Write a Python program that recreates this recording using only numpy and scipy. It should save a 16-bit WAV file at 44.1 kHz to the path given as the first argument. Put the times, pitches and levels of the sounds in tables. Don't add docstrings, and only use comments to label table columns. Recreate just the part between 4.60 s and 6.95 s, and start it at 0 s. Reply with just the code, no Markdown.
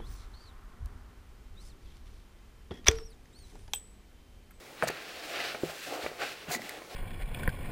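import sys
import numpy as np
from scipy import signal
from scipy.fft import rfft, irfft, next_fast_len
from scipy.io import wavfile
from scipy.ndimage import map_coordinates

SR = 44100
rng = np.random.default_rng(int(sys.argv[2]) if len(sys.argv) > 2 else 0)


def persist_wave(psi):
    counts = np.round(np.clip(psi, -1, 1) * 32767).astype(np.int16)
    wavfile.write(sys.argv[1], SR, np.atleast_2d(counts).T)


N = 103635


def amp(db):
    return 10 ** (np.asarray(db) / 20)


def unit(x):
    return x / np.sqrt(np.mean(x ** 2) + 1e-20)


def filtered(x, response):
    m = next_fast_len(N + 8192)
    gain = response(np.fft.rfftfreq(m, 1 / SR))
    return irfft(rfft(x, m) * gain, m)[:N]


def coloured(x, points, tilt_db=0):
    f, db = np.transpose(points)
    octaves = np.log2(np.r_[f[0] / 2, f, f[-1] * 2])
    db = np.r_[db[0] - 20, db, db[-1] - 20] + tilt_db * octaves

    def response(hz):
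        return amp(np.interp(np.log2(hz + 1), octaves, db, left=-300, right=-300))

    return unit(filtered(x, response))


def noise():
    return rng.standard_normal(N)


def wobble(rate):
    knots = rng.standard_normal(int(N * rate / SR) + 4)
    return map_coordinates(knots, [np.arange(N) * rate / SR])


def since(s):
    return np.maximum(np.arange(N) / SR - s, 0)


def swell(s, rise, hold, fall):
    corners = s + np.cumsum([0, rise, hold, fall])
    return np.interp(np.arange(N) / SR, corners, [0, 1, 1, 0])


def dying(t, t60):
    return (t > 0) * amp(-60 * t / t60)


def ring(t, hz, t60, rise_cycles):
    soft_start = 1 - np.exp(-t * hz / rise_cycles)
    return np.sin(2 * np.pi * hz * t) * dying(t, t60) * soft_start


GRAINS_PER_S, GRAIN_SPREAD_DB = 2000, 2.5
GRAIN_SHARE = 0.38


def friction():
    chance, size, rush = rng.random(N), noise(), rng.standard_normal((2, N))
    caught = chance < GRAINS_PER_S / SR
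    catches = caught * amp(GRAIN_SPREAD_DB * size) * np.sign(rush[0])
    return np.sqrt(GRAIN_SHARE) * unit(catches) + np.sqrt(1 - GRAIN_SHARE) * rush[1]


# start t/s, rise t/s, hold t/s, fall t/s,
# hollow rub level/dB, paper hiss level/dB, fine fizz level/dB, hiss tilt [dB per octave]
STROKES = [(0.147, 0.088, .15, 0.094, -51.5, -45, -59.5, -3), (0.398, 0.053, 0.18, .12, -51.5, -47, -60, 1),
           (0.597, 0.078, 0.046, .08, -48.5, -47.5, -54, 2.5),
           (0.688, 0.077, 0.058, 0.17, -43, -37, -52.5, -1.4),
           (0.78, .06, 0.043, 0.14, -46.5, -42.5, -57, 3.2),
           (0.966, 0.096, 0.044, 0.086, -45.5, -44.5, -50.5, -0.5),
           (1.11, 0.091, 0.11, 0.22, -69, -45.5, -52, 0.5), (1.246, 0.079, 0.069, 0.02, -39, -50, -57, 1),
           (1.381, 0.056, 0.024, 0.044, -42, -41.5, -52, -0.5),
           (1.464, .03, 0.075, .06, -52, -53.5, -65, -1.5), (1.576, 0.039, 0.017, 0.046, -39, -38, -52, -3),
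           (1.594, 0.073, .04, 0.066, -48.5, -42.5, -52.5, 1),
           (1.73, 0.041, 0.048, 0.081, -65, -51, -70, 0), (1.863, 0.036, 0.015, 0.047, -40.5, -41, -64, -5),
           (1.955, 0.085, 0.075, 0.068, -53.5, -49, -56, 0),
           (2.103, 0.043, 0.031, 0.062, -47, -51, -62, -2), (2.287, 0.025, .06, .05, -49, -49.5, -65, 3.5)]
# f/Hz, level/dB
RUB_SPECTRUM = [(76, -32), (130, -18), (216, -32), (273, -7), (323, -5.5), (488, -4), (632, -3.5), (710, 0),
                (834, -6), (945, -14), (1100, -12), (1430, -13), (2420, -120)]
HISS_SPECTRUM = [(600, -41), (950, -13), (1300, -4), (1550, 0), (2100, -3), (2700, -0.5), (3300, -5),
                 (4300, -5.5), (5500, -11.5), (7500, -24), (14000, -29.5)]
FIZZ_SPECTRUM = [(2500, -12), (5000, -1.5), (7500, 1), (10000, -5.5), (15500, -5.5)]
UNEVEN_DB, UNEVEN_RATE = 1, 55.12


def slides():
    rub = coloured(friction(), RUB_SPECTRUM)
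    fizz = coloured(friction(), FIZZ_SPECTRUM)
    rub_power, fizz_power, hiss = np.zeros((3, N))
    for s, rise, hold, fall, rub_db, hiss_db, fizz_db, tilt in STROKES:
        speed = swell(s, rise, hold, fall)
        rub_power += (speed * amp(rub_db)) ** 2
        fizz_power += (speed * amp(fizz_db)) ** 2
        hiss += speed * amp(hiss_db) * coloured(friction(), HISS_SPECTRUM, tilt)
    strokes = np.sqrt(rub_power) * rub + hiss + np.sqrt(fizz_power) * fizz
    return strokes * amp(UNEVEN_DB * wobble(UNEVEN_RATE))


# start t/s, rise t/s, hold t/s, fall t/s, level/dB, tilt [dB per octave]
EDGE_SCRAPES = [(0.227, .007, .003, 0.014, -47, 5), (0.271, 0.011, 0.0062, 0.0022, -31, -3),
                (1.881, 0.046, .01, 0.043, -41, 3), (1.911, 0.0087, .003, 0.018, -34, -2),
                (1.923, 0.015, 0.0093, 0.0069, -34.5, -5), (1.946, 0.0055, .002, 0.0053, -38, 4),
                (1.951, 0.0074, 0.0053, 0.019, -46, -5)]
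# f/Hz, level/dB
EDGE_SPECTRUM = [(600, -6.5), (1500, -9.5), (2300, -1.5), (3100, -7), (4300, 4), (5500, -2.5), (6700, 3.5),
                 (8500, -3.5), (11000, -7), (15500, -6)]


def scrapes(chatter_db=2.15, chatter_rate=600):
    out = np.zeros(N)
    for s, rise, hold, fall, db, tilt in EDGE_SCRAPES:
        level = amp(db + chatter_db * wobble(chatter_rate))
        out += swell(s, rise, hold, fall) * level * coloured(noise(), EDGE_SPECTRUM, tilt)
    return out


# start t/s, length t/s, start f/Hz, end f/Hz, width f/Hz, level/dB
COVER_SQUEAK = (.232, .028, 9300, 7700, 900, -45)


def squeak():
    s, length, start_hz, end_hz, width, db = COVER_SQUEAK
    hz = np.interp(since(s), [0, length], [start_hz, end_hz])
    roughness = wobble(2 * width) + 1j * wobble(2 * width)
    slips = np.real(roughness * np.exp(2j * np.pi * np.cumsum(hz) / SR))
    return amp(db) * unit(slips) * swell(s, length / 4, 0, 3 * length / 4)


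# t/s, level/dB, pitch f/Hz, t60 t/s, book ring level/dB, paper crush level/dB
PAPER_TAPS = [(0.2245, -13, 1590, 0.011, -22, -19.5), (.2335, -21.5, 650, 0.027, -35, -53),
              (.2368, -16.5, 660, 0.025, -44.5, -48), (0.2717, -22, 600, 0.015, -33, -33),
              (0.2884, -21.5, 1820, 0.011, -51, -31), (0.2987, -23.5, 406, 0.024, -39, -42),
              (0.3024, -25, 780, 0.011, -38, -39), (.79, -32, 1675, 0.041, -57, -36),
              (0.802, -28, 2030, 0.04, -54, -32.5), (.9462, -28, 622, 0.036, -43, -35),
              (0.9472, -37, 1450, 0.011, -53, -28), (.9555, -30, 597, .014, -45, -54),
              (1.0347, -13.5, 354, 0.024, -25.5, -62), (1.095, -33, 634, 0.04, -52, -44),
              (1.4455, -20, 600, 0.007, -48, -42), (1.4628, -16, 570, 0.011, -38, -28),
              (1.516, -27.5, 535, 0.012, -55, -57), (1.618, -33, 1370, 0.011, -43, -41),
              (1.903, -34, 735, 0.044, -50, -43), (1.910, -29.5, 729, 0.09, -51, -37),
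              (1.9492, -24, 1970, 0.029, -43, -31.5), (1.994, -32, 650, .018, -60, -47),
              (2.219, -33.5, 600, 0.016, -60, -40)]
# f/Hz, level/dB, t60 t/s
BOOK_MODES = [(162, -9, 0.19), (240, -16, 0.047), (397, -14.5, 0.074), (501, -0.5, 0.064), (707, -10, 0.1)]
# f/Hz, level/dB
CRUSH_SPECTRUM = [(200, 1.5), (600, 2.5), (1000, 3), (1700, 4.5), (2400, 4.5), (3500, -37), (6000, -26),
                  (15000, -31)]
CRUSH_RISE_S, CRUSH_T60_S = 0.00026, 0.024
CONTACT_CYCLES = 0.25
BOOK_RISE_CYCLES = 1


def taps():
    out = np.zeros(N)
    for s, db, hz, t60, book_db, crush_db in PAPER_TAPS:
        t = since(s)
        sheet = ring(t, hz, t60, CONTACT_CYCLES)
        book = np.zeros(N)
        for f, level, decay in BOOK_MODES:
            varied = level + rng.normal(0, 1)
            book += amp(varied) * ring(t, f, decay, BOOK_RISE_CYCLES)
        crush_shape = dying(t, CRUSH_T60_S) * (1 - np.exp(-t / CRUSH_RISE_S))
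        crush = coloured(noise(), CRUSH_SPECTRUM) * crush_shape
        out += amp(db) * sheet + amp(book_db) * book + amp(crush_db) * crush
    return out


# t/s, level/dB
PAGE_CREASES = [(0.303, -37), (2.019, -39), (2.0935, -28)]
# f/Hz, level/dB
CREASE_SPECTRUM = [(800, -35), (1500, -15), (2000, 14.5), (3200, -5), (5000, -0.5), (7000, -12),
                   (12000, -3.5), (16000, -17)]
CREASE_T60_S = 0.014


def creases():
    ticks = sum(amp(db) * dying(since(s), CREASE_T60_S) for s, db in PAGE_CREASES)
    return coloured(noise(), CREASE_SPECTRUM) * ticks


# t/s, level/dB, centre f/Hz, length t/s
AIR_PUFFS = [(0.231, -39, 189, 0.035), (0.273, -47, 128, 0.054), (1.07, -54, 60, 0.087),
             (1.437, -45, 132, 0.043), (1.879, -38.5, 175, 0.046), (1.952, -39, 287, 0.032),
             (1.98, -51.5, 234, 0.14)]


def puffs(rise_share=0.16):
    out = np.zeros(N)
    for s, db, hz, length in AIR_PUFFS:
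        air = coloured(noise(), [(hz / 2, -9), (hz, 0), (hz * 2, -14)])
        out += amp(db) * swell(s, rise_share * length, 0, (1 - rise_share) * length) * air
    return out


ROOM_T60_S, ROOM_DB = 0.27, -18


def room(x):
    tail = coloured(noise(), [(100, -1), (2000, 12.5), (15000, -7)]) * dying(since(.004), ROOM_T60_S)
    return signal.fftconvolve(x, tail / np.linalg.norm(tail))[:N]


# f/Hz, level/dB
FLOOR_SPECTRUM = [(12, -18), (20, -5.5), (187, -5), (399, 1), (542, 1), (678, -4), (897, -2.5), (1000, -5),
                  (1660, -8.5), (2200, -5), (2750, -10.5), (3950, -11), (14700, -23), (16000, -17.5)]
FLOOR_DB = -50.5


def floor():
    return amp(FLOOR_DB) * coloured(noise(), FLOOR_SPECTRUM)


def scene():
    book = slides() + scrapes() + squeak() + taps() + creases() + puffs()
    mono = book + amp(ROOM_DB) * room(book) + floor()
    return np.array([mono, mono])


DIP_HZ, DIP_OCTAVES, DIP_DB = 960, 0.089, -3.5
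TOP_HZ = 15950


def record(dry):
    def colour(hz):
        distance = np.log2((hz + 1) / DIP_HZ) / DIP_OCTAVES
        return amp(DIP_DB * np.exp(-distance ** 2)) * (hz < TOP_HZ)

    return np.array([filtered(channel, colour) for channel in dry])


dry = scene()
out = record(dry)
persist_wave(out)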